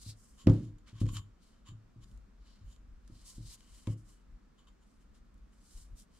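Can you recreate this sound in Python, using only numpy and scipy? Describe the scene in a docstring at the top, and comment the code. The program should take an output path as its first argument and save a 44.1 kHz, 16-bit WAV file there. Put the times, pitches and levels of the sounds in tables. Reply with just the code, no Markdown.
"""A small glazed clay pot thuds on a table as hands turn it and wind wool around a cord at its rim.
Each knock makes the table top boom, and once the tilted pot drops back on its foot with a clack.
Wool hisses through the fingers. Fingernails tick and wool drags on the rim, so the clay rings faintly.
Underneath are the low rumble of arms leaning on the table and the air of a quiet small room."""
import sys
import numpy as np
from scipy import signal
from scipy.fft import rfft, irfft
from scipy.io import wavfile

SR = 44100
rng = np.random.default_rng(int(sys.argv[2]) if len(sys.argv) > 2 else 0)


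def int16_out(signal):
    """Quantize to a 16-bit WAV file."""
    q = np.round(np.clip(np.atleast_2d(signal).T, -1, 1) * 32767)
    wavfile.write(sys.argv[1], SR, q.astype(np.int16))


N = 273380
TIME, FREQS = np.arange(N) / SR, np.fft.rfftfreq(N, 1 / SR)

# How alike left and right are for the table's noises. Each row: pitch in Hz, likeness from 0 to 1.
TABLE_LIKENESS = [(100, 0.96), (500, 0.93), (1200, 0.7), (3000, .6), (8000, .2)]
# The same for the wool and the rim. Each row: pitch in Hz, likeness from 0 to 1.
HAND_LIKENESS = [(100, 0.64), (1200, 0.88), (3000, 0.8), (5000, 0.26), (12000, 0.043)]


def table_knocks(thud_hz=245, thud_db=-6, thud_at_s=0.0041, thud_width_s=0.0024, boom_db=-27):
    """A knock thuds, then the table's notes swell and fade. A soft one lets only low notes through."""
    # The rows at 0.444 and 0.459 seconds are a soft low swell leading into the loudest knock.
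    # In the others the pot or a hand meets the table. Each row: start in seconds, level in dB,
    # treble cut-off in Hz, change of the upper sound in dB, factor on the pitch of the table's notes.
    table_sounds = [(0.062, -27.5, 210, -8.5, 0.96), (0.444, -33, 150, -2.5, 1.0),
                    (0.459, -26, 200, 4.5, 1.2), (0.4709, -2, 1200, 1.37, 0.97),
                    (0.606, -24.5, 348, -3, 1.07), (0.672, -30.5, 248, -2.5, 0.94),
                    (0.928, -29.5, 199, -6, 0.99), (1.0142, -10, 523, -5.5, .955),
                    (1.129, -22, 121, -1, .98), (1.166, -25, 195, -18, 0.9), (1.688, -32, 295, -10.5, 0.94),
                    (1.722, -28.5, 270, -14, 0.97), (1.960, -35.5, 353, -8.5, 1.02),
                    (2.089, -36.5, 68.4, 0.5, 1.04), (2.611, -34, 150.4, -10, 0.86),
                    (3.097, -38.5, 382, -1, 0.94), (3.380, -29.5, 379, -5, 1.04),
                    (3.423, -31, 109.3, -10, 1.0), (3.8736, -15, 1210, -7, 0.98)]
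    # The table top's own notes. Each row: pitch in Hz, level in dB, seconds to fade by 60 dB.
    table_notes = [(48.6, -19.5, 0.21), (55.1, -30, 0.31), (81.04, -21.5, .25), (111.74, -8.5, 0.29),
                   (145.9, -16, 0.26), (180.7, -18, 0.28), (211.4, -27, .25), (242, -26, 0.32),
                   (285.7, -17.5, 0.22), (311.8, -31, 0.51), (342.5, -30, 0.243), (388, -36, 0.31),
                   (506, -39, 0.28), (524.3, -36, 0.23), (562, -47, 0.17), (842, -50.5, .18),
                   (1255, -39, 0.098)]
    # The boom of many weaker table and room notes. Each row: pitch in Hz, level in dB.
    boom_colour = [(60, -22.5), (200, -4), (330, 3), (430, -12.5), (520, -4.5), (700, -17.5), (1200, -20.5),
                   (2500, -23), (6000, -25), (16000, -44.5)]
    # How long that boom lasts. Each row: pitch in Hz, seconds to fade by 60 dB.
    boom_fades = [(100, .35), (330, 0.37), (550, 0.27), (1200, .24), (5000, 0.13)]
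    out, t = np.zeros((2, N)), np.arange(SR // 2) / SR
    hz, db, fade_s = np.transpose(table_notes)[:, :, None]
    from_peak = t - thud_at_s
    thud = amp(thud_db) * np.cos(2 * np.pi * thud_hz * from_peak) * np.exp(-(from_peak / thud_width_s) ** 2)
    swell = 1 - np.exp(-t * hz / 0.55)  # takes about half a vibration
    envelopes = amp(db) * fade(t, fade_s) * swell
    upper = np.interp(hz, [115, 180], [0, 1])  # the lowest notes answer alike wherever a knock lands
    onset = 1 - np.exp(-(t / 0.00087) ** 2)
    for start, level_db, cutoff_hz, upper_db, tuning in table_sounds:
        notes = -(envelopes * amp(upper * upper_db) * np.sin(2 * np.pi * hz * tuning * t)).sum(0)
        boom = amp(boom_db) * fade_bands(noise(boom_colour, TABLE_LIKENESS, len(t)), boom_fades)
        sound = (notes + amp(upper_db) * (thud + boom)) * onset
        softness = signal.butter(2, cutoff_hz, fs=SR)
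        add(out, start, amp(level_db) * signal.lfilter(*softness, sound))
    return out


def foot_clack(start_s=3.873, level_db=-49):
    """The tilted pot drops flat on its foot, with a short hollow note."""
    # What rings in the clack. Each row: pitch in Hz, level in dB, seconds to fade by 60 dB.
    foot_notes = [(527, -5, 0.12), (578, -3, .12), (960, -3.5, 0.052), (1063, -4, 0.066), (2210, -13, 0.12)]
    out, t = np.zeros((2, N)), np.arange(SR // 4) / SR
    for hz, db, fade_s in foot_notes:
        add(out, start_s, amp(level_db + db) * fade(t, fade_s) * np.sin(2 * np.pi * hz * t))
    return out


def wool_pulls(rasp_db=1, rub_db=-6, uneven_db=1.36, spurts_db=3):
    """Countless fibres slip: a fine hiss, a lower rasp of taut thread, and a rub that rings the pot."""
    # Pulls through the fingers. Each row: fastest moment, speed-up time and slow-down time in seconds,
    # hiss in dB, rasp compared with the hiss in dB, rub on the pot in dB.
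    pulls = [(0.02, 0.017, 0.036, -58, -8, -84), (0.102, 0.063, 0.024, -54.5, -1, -93),
             (0.199, 0.033, 0.19, -67.5, -24, -83), (1.44, 0.028, 0.095, -74, -0.5, -78),
             (2.10, 0.042, 0.08, -77.5, -6, -96), (2.499, 0.064, 0.11, -80, 7, -76),
             (3.21, 0.096, 0.07, -70.5, -1.5, -77), (3.275, 0.019, 0.08, -56, -8.5, -68),
             (3.528, 0.086, 0.024, -58, -3, -72.5), (3.60, 0.03, 0.059, -70, -3.5, -75.5),
             (3.781, 0.1, 0.076, -64, -7.5, -70.5), (3.932, 0.062, 0.011, -64, -8.5, -67.5),
             (3.982, 0.01, 0.056, -74, -20, -92), (4.091, 0.033, 0.074, -68, -11.5, -76),
             (4.88, 0.05, 0.13, -81, -10, -97), (5.014, 0.011, 0.025, -78, -6, -82.5),
             (5.533, 0.012, 0.05, -79.5, -12.5, -87), (5.776, 0.125, 0.073, -63, -9.5, -78),
             (6.172, 0.045, 0.035, -72.5, -5, -76.5)]
    # The tone of the hiss, the rasp and the rub. 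Each row: pitch in Hz, level in dB.
    hiss_colour = [(800, -46), (3000, -30), (5000, -3.5), (6200, -2.5), (7500, 1), (9300, -2),
                   (11000, -9.5), (12700, -13), (15500, -26)]
    rasp_colour = [(300, -22), (1500, -23), (2500, -18), (3400, -10.5), (3950, -3.5), (4450, -3.5),
                   (4900, -5), (5700, -9.5), (7000, -19), (12000, -39.5)]
    rub_colour = [(300, -15), (1100, -3.5), (2000, 9.5), (3200, 0.5), (4500, -13), (7000, -4), (12000, -21)]
    hiss_level, rasp_level, rub_level = np.zeros((3, N))
    for fastest, rise, fall, db, taut_db, touch_db in pulls:
        away = np.maximum((fastest - TIME) / rise, (TIME - fastest) / fall)
        speed = np.exp(-np.clip(away, 0, 10) ** 1.6)  # power 1 is a sharp tug, 2 a rounded swell
        hiss_level = np.hypot(hiss_level, amp(db) * speed)
        rasp_level = np.hypot(rasp_level, amp(db + taut_db) * speed ** 0.85)
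        rub_level = np.hypot(rub_level, amp(touch_db) * speed ** 0.79)
    hiss = hiss_level * noise(hiss_colour, HAND_LIKENESS, grit_db=1)
    rasp = amp(rasp_db) * rasp_level * noise(rasp_colour, HAND_LIKENESS, grit_db=1.5)
    rub = amp(rub_db) * rub_level * noise(rub_colour, HAND_LIKENESS, grit_db=2)
    rub *= unit(amp(spurts_db * waver(rate_hz=28)))
    return (hiss + rasp + rub + clay_ring(rub)) * amp(uneven_db * waver(rate_hz=41))


def rim_touches(tick_decay_s=0.0033):
    """Ticks and gritty scrapes are heard directly and through the ringing clay."""
    # Hard little taps of clay and fingernails. Each row: start in seconds, level in dB,
    # brightness in dB per octave, share sent to the ringing clay in dB.
    ticks = [(0.4705, -40.5, -9.5, -23), (0.497, -54, -4, -12), (0.535, -67, 4, -14), (0.784, -78.5, 1, 1),
             (1.0053, -61, 2.5, -9), (1.016, -57.5, -3, -8.5), (1.0567, -62, -4, -18),
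             (1.065, -60, -4, -17), (1.089, -55.5, -6, -6), (1.1687, -49, -2, -8.5), (1.668, -73, -9.5, -3),
             (1.686, -65, -2, 2.5), (2.114, -74, 3, -7), (2.1746, -76, 4, -7), (2.762, -72.5, -3, -6),
             (3.077, -66.5, 0.5, -22), (3.6067, -66.5, -1, -11.5), (3.8712, -53, -5, -19),
             (4.6725, -77, -7, 2), (5.342, -81, 7, -13), (5.3796, -82.5, 7, -9)]
    # Wool and fingers drag over the rim. Each row: start, strongest moment and end in seconds,
    # then level, brightness and share as for the ticks.
    scrapes = [(0.365, 0.401, 0.47, -63, -0.5, -5), (0.465, 0.482, 0.7, -60.5, -3, -17),
               (0.621, 0.63, 0.74, -69, -0.5, -10.5), (0.856, 0.882, 0.94, -60.5, -5.5, -22),
               (0.906, 0.99, 1.013, -66.5, -4, -6.5), (0.995, 1.006, 1.064, -57.5, 0, -13),
               (1.064, 1.089, 1.166, -64, -.5, -0.5), (1.102, 1.145, 1.17, -60, 11.5, 4),
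               (1.124, 1.171, 1.205, -50.5, -3, -7), (1.646, 1.676, 1.734, -67, -3, 0),
               (1.998, 2.051, 2.046, -66, -0.5, -5), (2.628, 2.728, 2.78, -71.5, 2, -3),
               (3.516, 3.54, 3.565, -54, 6.5, -15), (4.572, 4.586, 4.66, -79, -2, 3),
               (4.662, 4.686, 4.7, -73.5, -3, 1), (4.789, 4.837, 4.84, -81.5, 2.5, 0.5),
               (5.134, 5.151, 5.22, -72.5, 0.5, -17), (5.946, 5.995, 6.06, -60, 6, -24)]
    # The tone of touched clay. Each row: pitch in Hz, level in dB.
    clay_colour = [(200, -23.5), (750, -17), (1150, -5), (2000, -4), (3800, 1.5), (6000, 1), (9000, -2),
                   (12500, -14), (15500, -26.5)]
    direct, into_clay = np.zeros((2, 2, N))
    t = np.arange(2048) / SR
    for start, db, tilt_db, ring_db in ticks:
        envelope = 2 * amp(db) * np.exp(-t / tick_decay_s)
        tick = envelope * noise(clay_colour, HAND_LIKENESS, len(t), tilt_db)
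        add(direct, start, tick)
        add(into_clay, start, amp(ring_db) * tick)
    for start, strongest, end, db, tilt_db, ring_db in scrapes:
        t = start + np.arange(SR // 5) / SR
        pressure = np.interp(t, [start, strongest, end], [0, 1, 0]) ** 1.32
        scrape = amp(db) * pressure * noise(clay_colour, HAND_LIKENESS, len(t), tilt_db, grit_db=2)
        add(direct, start, scrape)
        add(into_clay, start, amp(ring_db) * scrape)
    return direct + clay_ring(into_clay)


def clay_ring(touch, gain_db=12):
    """The pot's wall rings with whatever touches it and sends the sound all round the room."""
    # The wall's notes, damped by the hand. Each row: pitch in Hz, width in Hz, level in dB.
    wall_notes = [(1036, 52, 4.5), (1093, 49, 7), (2980, 110, 0.5), (3110, 110, 0.5), (3610, 150, -10),
                  (4458, 110, -12.5), (6894, 52, 4.5), (7070, 95, 3), (7425, 31, -4.5), (8485, 60, -8),
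                  (10700, 71, -7), (11350, 50, 3), (12580, 60, 0)]
    response = sum(amp(db) / (1 + 1j * (FREQS ** 2 - hz ** 2) / (width * FREQS + 1e-9))
                   for hz, width, db in wall_notes)
    ringing = amp(gain_db) * irfft(rfft(touch) * response, N)
    return with_room(ringing, echo_db=-6, fade_s=0.22)


def arm_rumble(resting_db=-62, lumps_db=2):
    """Arms on the table make a lumpy rumble that swells with each shift of weight."""
    # An arm shifts or presses the pot down. Each row: middle and length in seconds, level in dB.
    leans = [(0.03, 0.17, -56.5), (0.5, .1, -36), (0.712, 0.42, -53), (1.062, .18, -38.5),
             (2.151, .3, -50.5), (2.668, 0.11, -46.5), (3.012, 0.85, -54.5), (3.45, 0.18, -47),
             (3.747, 0.13, -51.5), (4.335, 0.11, -53), (5.09, .14, -55), (5.382, 0.21, -57),
             (5.787, .11, -47), (5.931, .13, -46.5)]
    # The rumble's tone. 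Each row: pitch in Hz, level in dB.
    rumble_colour = [(10, -21), (25, -5.5), (42, 2.5), (56, -1.5), (66, -13), (90, -17), (130, -27),
                     (300, -42.5), (1000, -69)]
    shifts = sum(amp(db) * np.cos(np.pi * np.clip((TIME - middle) / length, -0.5, 0.5))
                 for middle, length, db in leans)
    lumps = unit(amp(lumps_db * waver(rate_hz=9.3)))
    return np.hypot(amp(resting_db), shifts) * lumps * noise(rumble_colour, TABLE_LIKENESS)


def room_air(level_db=-68):
    """The steady hush of the room."""
    # The air's tone. Each row: pitch in Hz, level in dB.
    air_colour = [(60, -28), (105, -16.5), (160, -10), (210, -4.5), (300, -13.5), (360, -18), (480, -20.5),
                  (800, -25.5), (1290, -22.5), (2000, -30), (3050, -35), (5400, -36.5), (7500, -39.5),
                  (10200, -48.5), (15500, -53.5)]
    # How alike left and right are. Each row: pitch in Hz, likeness from 0 to 1.
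    air_likeness = [(50, 1), (200, 0.518), (400, 0.13), (1200, 0.221), (3000, 0.52), (8000, 0.0387)]
    return amp(level_db) * noise(air_colour, air_likeness)


def with_room(sound, echo_db, fade_s):
    """Adds a short wash of echoes from the walls."""
    t = np.arange(SR // 3) / SR
    tail = rng.standard_normal((2, len(t))) * fade(t, fade_s) * (t > 0.004)
    echoes = signal.fftconvolve(sound, tail / np.linalg.norm(tail[0]), axes=1)[:, :N]
    return sound + amp(echo_db) * echoes


def noise(colour, likeness, size=N, tilt_db=0, grit_db=0):
    """Stereo noise. Grit gathers it into tiny uneven snaps, as when fibres catch and slip."""
    hz = np.fft.rfftfreq(size, 1 / SR)
    snaps = np.repeat(np.clip(rng.standard_normal(size // 24 + 1), -2.7, 2.7), 24)[:size]
    mid, side = rfft(rng.standard_normal((2, size)) * amp(grit_db * snaps))
    alike = np.clip(look_up(likeness, hz), 0, 1)
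    pair = mid * np.sqrt(1 + alike) + side * np.sqrt(1 - alike) * np.array([[1], [-1]])
    octaves = np.log2(np.maximum(hz, 700))  # the tilt starts at 700 Hz
    return unit(irfft(pair * amp(look_up(colour, hz) + tilt_db * octaves), size))


def waver(rate_hz):
    """A random curve that wanders mostly slower than rate_hz."""
    return unit(irfft(rfft(rng.standard_normal(N)) * np.exp(-(FREQS / rate_hz) ** 2), N))


def fade(t, fade_s):
    """A curve that falls by 60 dB in fade_s seconds."""
    return np.exp(-np.log(1000) * t / fade_s)


def fade_bands(sound, fade_times):
    """Lets each band of pitches die away at its own speed."""
    hz, t, bands = signal.stft(sound, SR, nperseg=256)
    bands = bands * amp(-60 * t / look_up(fade_times, hz)[:, None])
    return signal.istft(bands, SR, nperseg=256)[1][:, :sound.shape[1]]


def amp(db):
    """Turns decibels into a gain."""
    return 10 ** (np.asarray(db) / 20)


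def unit(x):
    """Scales a signal to an average strength (rms) of 1."""
    return x / np.sqrt(np.mean(x ** 2) + 1e-20)


def look_up(rows, hz):
    """Reads between rows of (Hz, value) on a logarithmic pitch scale."""
    pitches, values = np.transpose(rows)
    return np.interp(np.log(hz + 1), np.log(pitches + 1), values)


def add(mix, start_s, sound):
    """Lays a sound into the mix."""
    part = mix[..., round(start_s * SR):][..., :sound.shape[-1]]
    part += sound[..., :part.shape[-1]]


def scene():
    """Table, pot and wool heard from close by, over a quiet background."""
    knocks = table_knocks()
    handling = with_room(rim_touches() + foot_clack() + wool_pulls(), echo_db=-13.5, fade_s=0.102)
    return knocks + handling + arm_rumble() + room_air()


def record(dry, left_delay_s=2 / SR, cutoff_hz=15700):
    """Two microphones, each with its own tone, the right a little nearer. 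The top treble is cut."""
    # The balance between the microphones. Each row: pitch in Hz, left minus right in dB.
    balance = [(100, 1.64), (380, -4.5), (1200, -1.5), (2400, 2), (4400, 2), (8100, -1), (15000, -3)]
    gains = amp(look_up(balance, FREQS) * np.array([[0.5], [-0.5]]))
    delay = np.exp(-2j * np.pi * FREQS * left_delay_s * np.array([[1], [0]]))
    coloured = irfft(rfft(dry) * gains * delay, N)
    low_pass = signal.firwin(511, cutoff_hz, window=("kaiser", 9), fs=SR)
    return signal.oaconvolve(coloured, low_pass[None], "same")


dry = scene()
out = record(dry)
int16_out(out)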